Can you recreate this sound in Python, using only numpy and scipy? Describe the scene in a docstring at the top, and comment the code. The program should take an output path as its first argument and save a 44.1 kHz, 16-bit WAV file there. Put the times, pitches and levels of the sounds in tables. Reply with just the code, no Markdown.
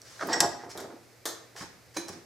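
"""A small workshop, where a bench vise is slackened: its handle scrapes, drops on its stop and shakes the bench.
The screw grinds, a bent steel rod is drawn from the jaws and clinks on the vise, a steel tool clanks on
the bench, a sleeve brushes past; a faint hum lies under it all.
Steel and bench ring as decaying modes, with noise cracks sounding beside them; scrapes, grinding and brushing
are trains of random slip clicks; the background is shaped noise and a sine."""
import sys
import numpy as np
from scipy import signal
from scipy.fft import rfft, irfft, next_fast_len
from scipy.io import wavfile

SR = 44100
rng = np.random.default_rng(int(sys.argv[2]) if len(sys.argv) > 2 else 0)


def transcribe(u):
    """Save the signal u as a 16-bit wav file named by the first command-line argument.

    u: samples, shape (n,) or (channels, n), limited to [-1, 1]; the rate is SR.
    q: integer samples, one column per channel.
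    """
    v = np.clip(np.atleast_2d(u).T, -1, 1)
    q = np.round(v * 32767).astype(np.int16)
    wavfile.write(sys.argv[1], SR, q)


N = 99225
T = np.arange(int(0.7 * SR)) / SR  # time axis of one event, s
LEVEL_WINDOW_S = 0.01  # a blow's level is its energy averaged over this
EDGE_HZ = 16200  # upper band limit

# Modes of the handle. Each row: frequency in Hz, relative level in dB, t60 in s.
HANDLE_MODES = [(1650, -12, .1), (1935, -12, .1), (2540, -15, .05), (4750, -17, .14), (4880, -13, .07),
                (5040, -21, .2), (5445, -8, .05), (5545, 2, .055), (5562, -27, .35), (6480, -3, .03),
                (7560, -8, .05), (7665, -4, .05), (8010, -8, .04), (10840, -8, .05)]
# Colour of the handle's contact. Each row: frequency in Hz, relative density in dB.
HANDLE_CRACK = [(30, -31), (100, -3.5), (700, -4), (1900, -4), (3000, -3.5), (6300, 3), (9000, -11.5),
                (11000, -6.5), (16000, -23.5)]
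# Handle on its stop. Each row: start in s, ring level in dB, contact level in dB, crack t60 in s.
HANDLE_HITS = [(0.4043, -18.5, -20, 0.036)]


def handle_drop():
    """The handle lands on its stop: steel modes and a short contact crack."""
    return clanks(HANDLE_HITS, HANDLE_MODES, HANDLE_CRACK, shimmer_db=-19, shimmer_t60=0.15)


# Colour of handle friction. Each row: frequency in Hz, relative level in dB.
SLIDE_COLOUR = [(30, -48), (200, -47), (1850, 11.5), (2300, 0.5), (3800, 3.5), (4800, 8), (5600, -2.5),
                (7700, 1.5), (9000, -20), (15000, -21)]
# Handle sliding through its hole. Each row: start in s, length in s, level in dB.
SLIDES = [(.2, 0.03, -71), (0.287, 0.036, -40.5), (0.32, .012, -34.5), (0.3286, .014, -24.5),
          (0.345, 0.069, -65)]
HAND_DAMPING = 0.444  # share of the ring time left while the handle is pushed along


def handle_slide():
    """Stick-slip clicks excite the handle's own modes, damped by the hand."""
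    out = np.zeros(N)
    damped = [(hz, db, t60 * HAND_DAMPING) for hz, db, t60 in HANDLE_MODES]
    for start_s, length_s, db in SLIDES:
        drive = slips(length_s, per_s=5000, spread_db=-3, rise_s=0.002, fall_s=0.0019)
        scrape = colour(through(drive, damped, ring_db=0), SLIDE_COLOUR)
        add(out, start_s, sized(scrape, db, length_s))
    return out


# Colour of the wooden bench. Each row: frequency in Hz, relative density in dB.
WOOD_COLOUR = [(25, -23), (60, -5), (90, 8.5), (170, 2), (330, 6), (500, 0.5), (750, -0.5), (1950, -3.5),
               (2500, -17.5), (6000, -1), (15000, -39)]
# Modes of the vise on its bench, plus a low 172 Hz thump of hand or sleeve. Each row: frequency in Hz, relative
# level in dB, t60 in s.
BENCH_MODES = [(172, -6, .1), (341, -11, .2), (398, -6, .17), (565, -12, .2), (633, -8, .2), (699, 2, .15),
               (752, 0, .17), (824, -1, .19), (901, -4, .18), (995, -6, .22), (1225, -14, .12),
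               (1429, -12, .14), (1658, -13, .12), (1915, -14, .1)]
# Knocks through the bench. Each row: start in s, level in dB, centre frequency in Hz.
KNOCKS = [(.194, -42, 1510), (.234, -38.5, 344), (.287, -31, 800), (.302, -32, 550), (.405, -32.5, 820),
          (.429, -26, 660), (0.4454, -27.5, 467), (0.451, -46.5, 83), (.635, -40.5, 700), (.756, -49, 480),
          (.903, -52, 1460), (0.936, -47.5, 390), (1.554, -49.5, 436), (1.564, -47.5, 1800),
          (1.607, -44, 200), (1.623, -44, 202), (1.638, -49, 231), (1.971, -36.5, 297), (1.981, -37, 287),
          (2.096, -41, 252), (2.157, -47, 298)]
BENCH_RING_DB = -14  # bench ringing relative to the thud, before colouring


def bench_knocks():
    """Dull knocks: a damped thud and bench modes, focused on one band."""
    out = np.zeros(N)
    for start_s, db, centre_hz in KNOCKS:
        blow = crack(t60=0.033) + amp(BENCH_RING_DB) * ring(BENCH_MODES)
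        add(out, start_s, sized(colour(blow, WOOD_COLOUR, centre_hz, focus_db=16.5), db))
    return out


# Screw grinding, things pushed on the bench.
# Each row: start in s, length in s, level in dB, centre frequency in Hz.
GRINDS = [(0.204, .036, -33, 1170), (.24, 0.061, -39, 380), (.29, 0.098, -33.5, 700),
          (0.415, 0.0426, -31.5, 750), (0.507, 0.052, -48, 890), (0.584, 0.076, -53, 1826),
          (0.644, 0.056, -49, 440), (0.749, 0.118, -43, 540), (0.776, 0.04, -48, 1460),
          (0.869, 0.117, -51.5, 450), (0.908, 0.027, -58, 965), (1.603, .04, -45.5, 1360),
          (2.078, 0.026, -47.5, 820), (2.124, 0.073, -52.5, 290)]


def grinding():
    """Stick-slip clicks ring the vise and bench."""
    out = np.zeros(N)
    for start_s, length_s, db, centre_hz in GRINDS:
        drive = slips(length_s, per_s=1500, spread_db=1.5, rise_s=0.0056, fall_s=0.0086)
        carried = through(drive, BENCH_MODES, ring_db=-21)
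        grind = colour(carried, WOOD_COLOUR, centre_hz, focus_db=10)
        add(out, start_s, sized(grind, db, length_s))
    return out


BOOM_DB, BOOM_RISE_S = -24, 0.027


def bench_boom():
    """After the handle lands, the vise swells into its own modes."""
    out = np.zeros(N)
    swell = ring(BENCH_MODES) * np.minimum(T / BOOM_RISE_S, 1)
    add(out, HANDLE_HITS[0][0], sized(swell, BOOM_DB))
    return out


# Modes of the rod. Each row: frequency in Hz, relative level in dB, t60 in s.
ROD_MODES = [(339, -12, .33), (1205, -5, .14), (1815, -8, .22), (3290, -10, .1), (4035, -10, .2),
             (5157, -8, .25), (6050, -5, .17), (6365, -4, .28), (7140, -9, .25), (7578, -4, .2),
             (7945, -6, .22), (8722, -4, .18), (10930, -10, .24), (13720, -1, .07)]
# Colour of the rod's contact. Each row: frequency in Hz, relative density in dB.
ROD_CRACK = [(100, -26), (330, 5.5), (1700, -1), (2800, -15), (3500, 0.5), (7500, -3), (10000, -9),
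             (12600, -11.5), (13700, -4), (14400, -27), (16000, -28)]
# Rod striking steel. Each row: start in s, ring level in dB, contact level in dB, crack t60 in s.
ROD_HITS = [(.775, -77, -41, 0.054), (.802, -62, -45, 0.063), (1.2551, -34, -32, 0.078),
            (1.2595, -39.5, -32, 0.21)]


def rod_clinks():
    """The bent rod strikes steel: its modes and short contact cracks."""
    return clanks(ROD_HITS, ROD_MODES, ROD_CRACK, shimmer_db=-10.5, shimmer_t60=0.067)


# Modes of the tool. Each row: frequency in Hz, relative level in dB, t60 in s.
TOOL_MODES = [(335, 0, .16), (950, -3, .12), (1530, -3, .08), (2445, -9, .3), (3068, -6, .12),
              (4015, -5, .42), (5225, -10, .16), (5840, -6, .08), (6348, -2, .13), (8715, -8, .17),
              (9272, -8, .22), (10930, -12, .22), (11060, -15, .2), (12950, -19, .15)]
# Colour of the tool's contact. Each row: frequency in Hz, relative density in dB.
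TOOL_CRACK = [(80, -17), (300, 13), (700, 5), (2300, 2), (2850, -14), (3500, -2.5), (6200, 2), (9000, -11),
              (15000, -21)]
# Tool blows. Each row: start in s, ring level in dB, contact level in dB, crack t60 in s.
TOOL_HITS = [(1.9655, -44.5, -35.5, 0.099), (1.969, -32.5, -33, 0.028), (2.082, -77, -47, 0.14)]


def tool_clanks():
    """The steel tool clanks on the bench: its modes and short contact cracks."""
    return clanks(TOOL_HITS, TOOL_MODES, TOOL_CRACK, shimmer_db=-9.5, shimmer_t60=0.18)


# Colour of skin and cloth. Each row: frequency in Hz, relative level in dB.
BRUSH_COLOUR = [(100, -8), (500, -2), (1700, 1.5), (2800, -6), (5500, 1.5), (8000, -5.5), (12000, -16),
                (16000, -22.5)]
# Hands and sleeve brushing. Each row: start in s, length in s, level in dB.
BRUSHES = [(0, 0.045, -64.5), (0.044, 0.17, -55.5), (0.195, 0.22, -51), (0.69, 0.035, -48),
           (0.771, 0.05, -56), (1.556, 0.078, -47.5), (1.937, 0.083, -52), (2.074, 0.0296, -50),
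           (2.116, 0.026, -53)]


def brushes():
    """Fine friction of skin and cloth: dense small slips."""
    out = np.zeros(N)
    for start_s, length_s, db in BRUSHES:
        drive = slips(length_s, per_s=7700, spread_db=3, rise_s=0.011, fall_s=0.0067)
        add(out, start_s, sized(colour(drive, BRUSH_COLOUR), db, length_s))
    return out


# Colour of the ticks. Each row: frequency in Hz, relative level in dB.
TICK_COLOUR = [(200, -18), (2500, -24), (5500, 0.5), (8000, -14), (13500, -13), (16000, -17)]
# Small sharp ticks. Each row: start in s, level in dB, centre frequency in Hz.
TICKS = [(.0135, -79, 5500), (0.0172, -50, 5900), (0.272, -46.5, 14000), (0.279, -56, 11000),
         (0.769, -57, 13000), (2.084, -45, 8300), (2.091, -45.5, 8400)]


def ticks():
    """Tiny contacts of steel edges: very short cracks in one band."""
    out = np.zeros(N)
    for start_s, db, centre_hz in TICKS:
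        tick = colour(crack(t60=0.011), TICK_COLOUR, centre_hz, focus_db=15.5)
        add(out, start_s, sized(tick, db))
    return out


# Colour of the room noise. Each row: frequency in Hz, relative density in dB.
FLOOR_COLOUR = [(20, -33), (50, -18), (78, -1.5), (100, 2.5), (200, -7), (500, -1), (1000, -10.5),
                (2200, -8), (3100, -16.5), (5000, -11), (9000, -18.5), (15000, -23), (16000, -50)]
FLOOR_DB, HUM_HZ, HUM_DB = -59, 118.4, -67


def background(side_db=-7):
    """Steady shaped noise, partly unlike left and right, and a low sine hum."""
    mid, side = (sized(colour(rng.standard_normal(N), FLOOR_COLOUR), FLOOR_DB, N / SR) for _ in range(2))
    hum = amp(HUM_DB) * np.sqrt(2) * np.sin(2 * np.pi * HUM_HZ * np.arange(N) / SR)
    return mid + hum + amp(side_db) * np.array([side, -side])


TWIN_SPLIT, TWIN_DB = 0.0075, 5  # largest detuning as a share of frequency; level relative to its mode


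def clanks(hits, modes, spectrum, shimmer_db, shimmer_t60):
    """Each blow is a short crack, the steel's beating pairs of modes and a shimmer of weak partials."""
    out = np.zeros(N)
    twins = [(hz * (1 + TWIN_SPLIT * rng.uniform(-0.71, 1)), db + TWIN_DB, t60 / 2)
             for hz, db, t60 in modes]
    shimmer = overtones(shimmer_t60, low_hz=992.6, count=110)
    for start_s, ring_db, contact_db, crack_t60 in hits:
        contact = colour(crack(crack_t60) + amp(shimmer_db) * shimmer, spectrum)
        add(out, start_s, sized(ring(modes + twins), ring_db) + sized(contact, contact_db))
    return out


def overtones(mean_t60, low_hz, count):
    """The many partials of an irregular piece of steel, one at random in each equal band."""
    band_hz = (EDGE_HZ - low_hz) / count
    rows = rng.random((count, 2))
    return ring([(low_hz + band_hz * (k + place), 0, mean_t60 * (0.5 + life))
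                 for k, (place, life) in enumerate(rows)])


def ring(modes):
    """An object's modes, struck once: decaying sines in random phase, energy 1."""
    return unit(sum(amp(db) * dying(t60) * np.sin(2 * np.pi * (hz * T + rng.random()))
                    for hz, db, t60 in modes))


def crack(t60):
    """Countless heavily damped modes, as decaying random-sign noise."""
    return unit(rng.choice([-1., 1.], len(T)) * dying(t60))


def dying(t60):
    """Exponential decay, 60 dB in t60 seconds."""
    return np.exp(-np.log(1000) * T / max(t60, 0.001))


def slips(length_s, per_s, spread_db, rise_s, fall_s):
    """Stick-slip clicks of uneven size at random times under one stroke."""
    stroke = np.clip(T / rise_s, 0, 1) * np.clip((length_s - T) / fall_s, 0, 1)
    size = amp(spread_db * np.minimum(rng.exponential(1, len(T)), 3))
    sign = rng.choice([-1., 1.], len(T))
    happens = rng.random(len(T)) < per_s / SR
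    return unit(stroke * size * sign * happens)


def through(drive, modes, ring_db):
    """A drive plus the ringing it excites."""
    ringing = signal.fftconvolve(drive, ring(modes))[:len(T)]
    return drive + amp(ring_db) * unit(ringing)


def colour(x, points, centre_hz=1000, focus_db=0):
    """Minimum-phase filter: a spectrum, with a hump losing about focus_db per octave off its centre."""
    size = next_fast_len(2 * len(x), True) // 2 * 2
    hz = np.fft.rfftfreq(size, 1 / SR)
    octaves = np.log2((hz + 20) / centre_hz)
    db = read(points, hz) - focus_db * (np.hypot(1, 2 * octaves) - 1) / 2
    # folding the cepstrum makes the filter causal
    cepstrum = irfft(np.log(amp(np.maximum(db, -100))))
    cepstrum[1:size // 2] *= 2
    cepstrum[size // 2 + 1:] = 0
    return irfft(rfft(x, size) * np.exp(rfft(cepstrum)))[:len(x)]


def amp(db):
    """Decibels to gain."""
    return 10 ** (np.asarray(db) / 20)


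def read(points, hz):
    """A table's value, interpolated on a log-frequency axis."""
    f, value = np.transpose(points)
    return np.interp(np.log(hz + 1), np.log(f + 1), value)


def unit(x):
    """Scales to energy 1."""
    return x / np.sqrt(np.sum(x ** 2) + 1e-20)


def sized(x, db, length_s=LEVEL_WINDOW_S):
    """Gives x the energy of a sound of RMS level db lasting length_s."""
    return unit(x) * amp(db) * np.sqrt(length_s * SR)


def add(mix, start_s, sound):
    """Mixes a sound in at its start time."""
    part = mix[max(round(start_s * SR), 0):][:len(sound)]
    part += sound[:len(part)]


# Reverberation of the workshop. Each row: frequency in Hz, t60 in s.
ROOM_T60 = [(100, 0.76), (400, 0.58), (1000, 0.56), (2800, 0.52), (7000, 0.39), (14000, .25)]
ROOM_GAP_S, ROOM_BUILD_S = 0.0013, 0.0049  # silence before the tail, then its rise


def room(x, wet_db, side_db, pan_db):
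    """Direct sound and a short noise tail, partly unlike left and right."""
    hz, t, z = signal.stft(rng.standard_normal((2, len(T))), SR, nperseg=256)
    decay = np.exp(-np.log(1000) * t / read(ROOM_T60, hz)[:, None])
    tails = signal.istft(z * decay, SR, nperseg=256)[1][:, :len(T)]
    tails = tails * np.clip((T - ROOM_GAP_S) / ROOM_BUILD_S, 0, 1)
    mid, side = (amp(wet_db) * signal.fftconvolve(x, unit(tail))[:N] for tail in tails)
    side = side * amp(side_db)
    left = (x + mid + side) * amp(pan_db / 2)
    right = (x + mid - side) * amp(-pan_db / 2)
    return np.array([left, right])


def scene():
    """All sources in the workshop, each with its own share of room; positive pan is left."""
    return (room(handle_drop(), wet_db=-9.5, side_db=-5, pan_db=2)
            + room(rod_clinks(), wet_db=-4.5, side_db=-4.5, pan_db=1.0)
            + room(tool_clanks(), wet_db=-7.5, side_db=-4.5, pan_db=-1.4)
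            + room(handle_slide(), wet_db=-5.5, side_db=-5.5, pan_db=0)
            + room(bench_knocks() + grinding() + bench_boom(), wet_db=-9.5, side_db=-6, pan_db=-0.5)
            + room(brushes(), wet_db=-2, side_db=-1.5, pan_db=1.2)
            + room(ticks(), wet_db=-7, side_db=-4.5, pan_db=0)
            + background())


# Balance of the microphones. Each row: frequency in Hz, left minus right in dB.
MIC_BALANCE = [(60, -14.5), (120, 2), (240, -1.5), (480, -0.5), (950, -1.0), (1890, -1), (3770, -1),
               (7520, -2), (15000, 1)]


def record(dry):
    """Two microphones of slightly unlike colour, then the band limit."""
    lean_db = read(MIC_BALANCE, np.fft.rfftfreq(2 * N, 1 / SR)) / 2
    pair = irfft(rfft(dry, 2 * N) * amp([lean_db, -lean_db]))[:, :N]
    lowpass = signal.firwin(401, EDGE_HZ, window=("kaiser", 9), fs=SR)
    return signal.oaconvolve(pair, lowpass[None], "same")


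dry = scene()
out = record(dry)
transcribe(out)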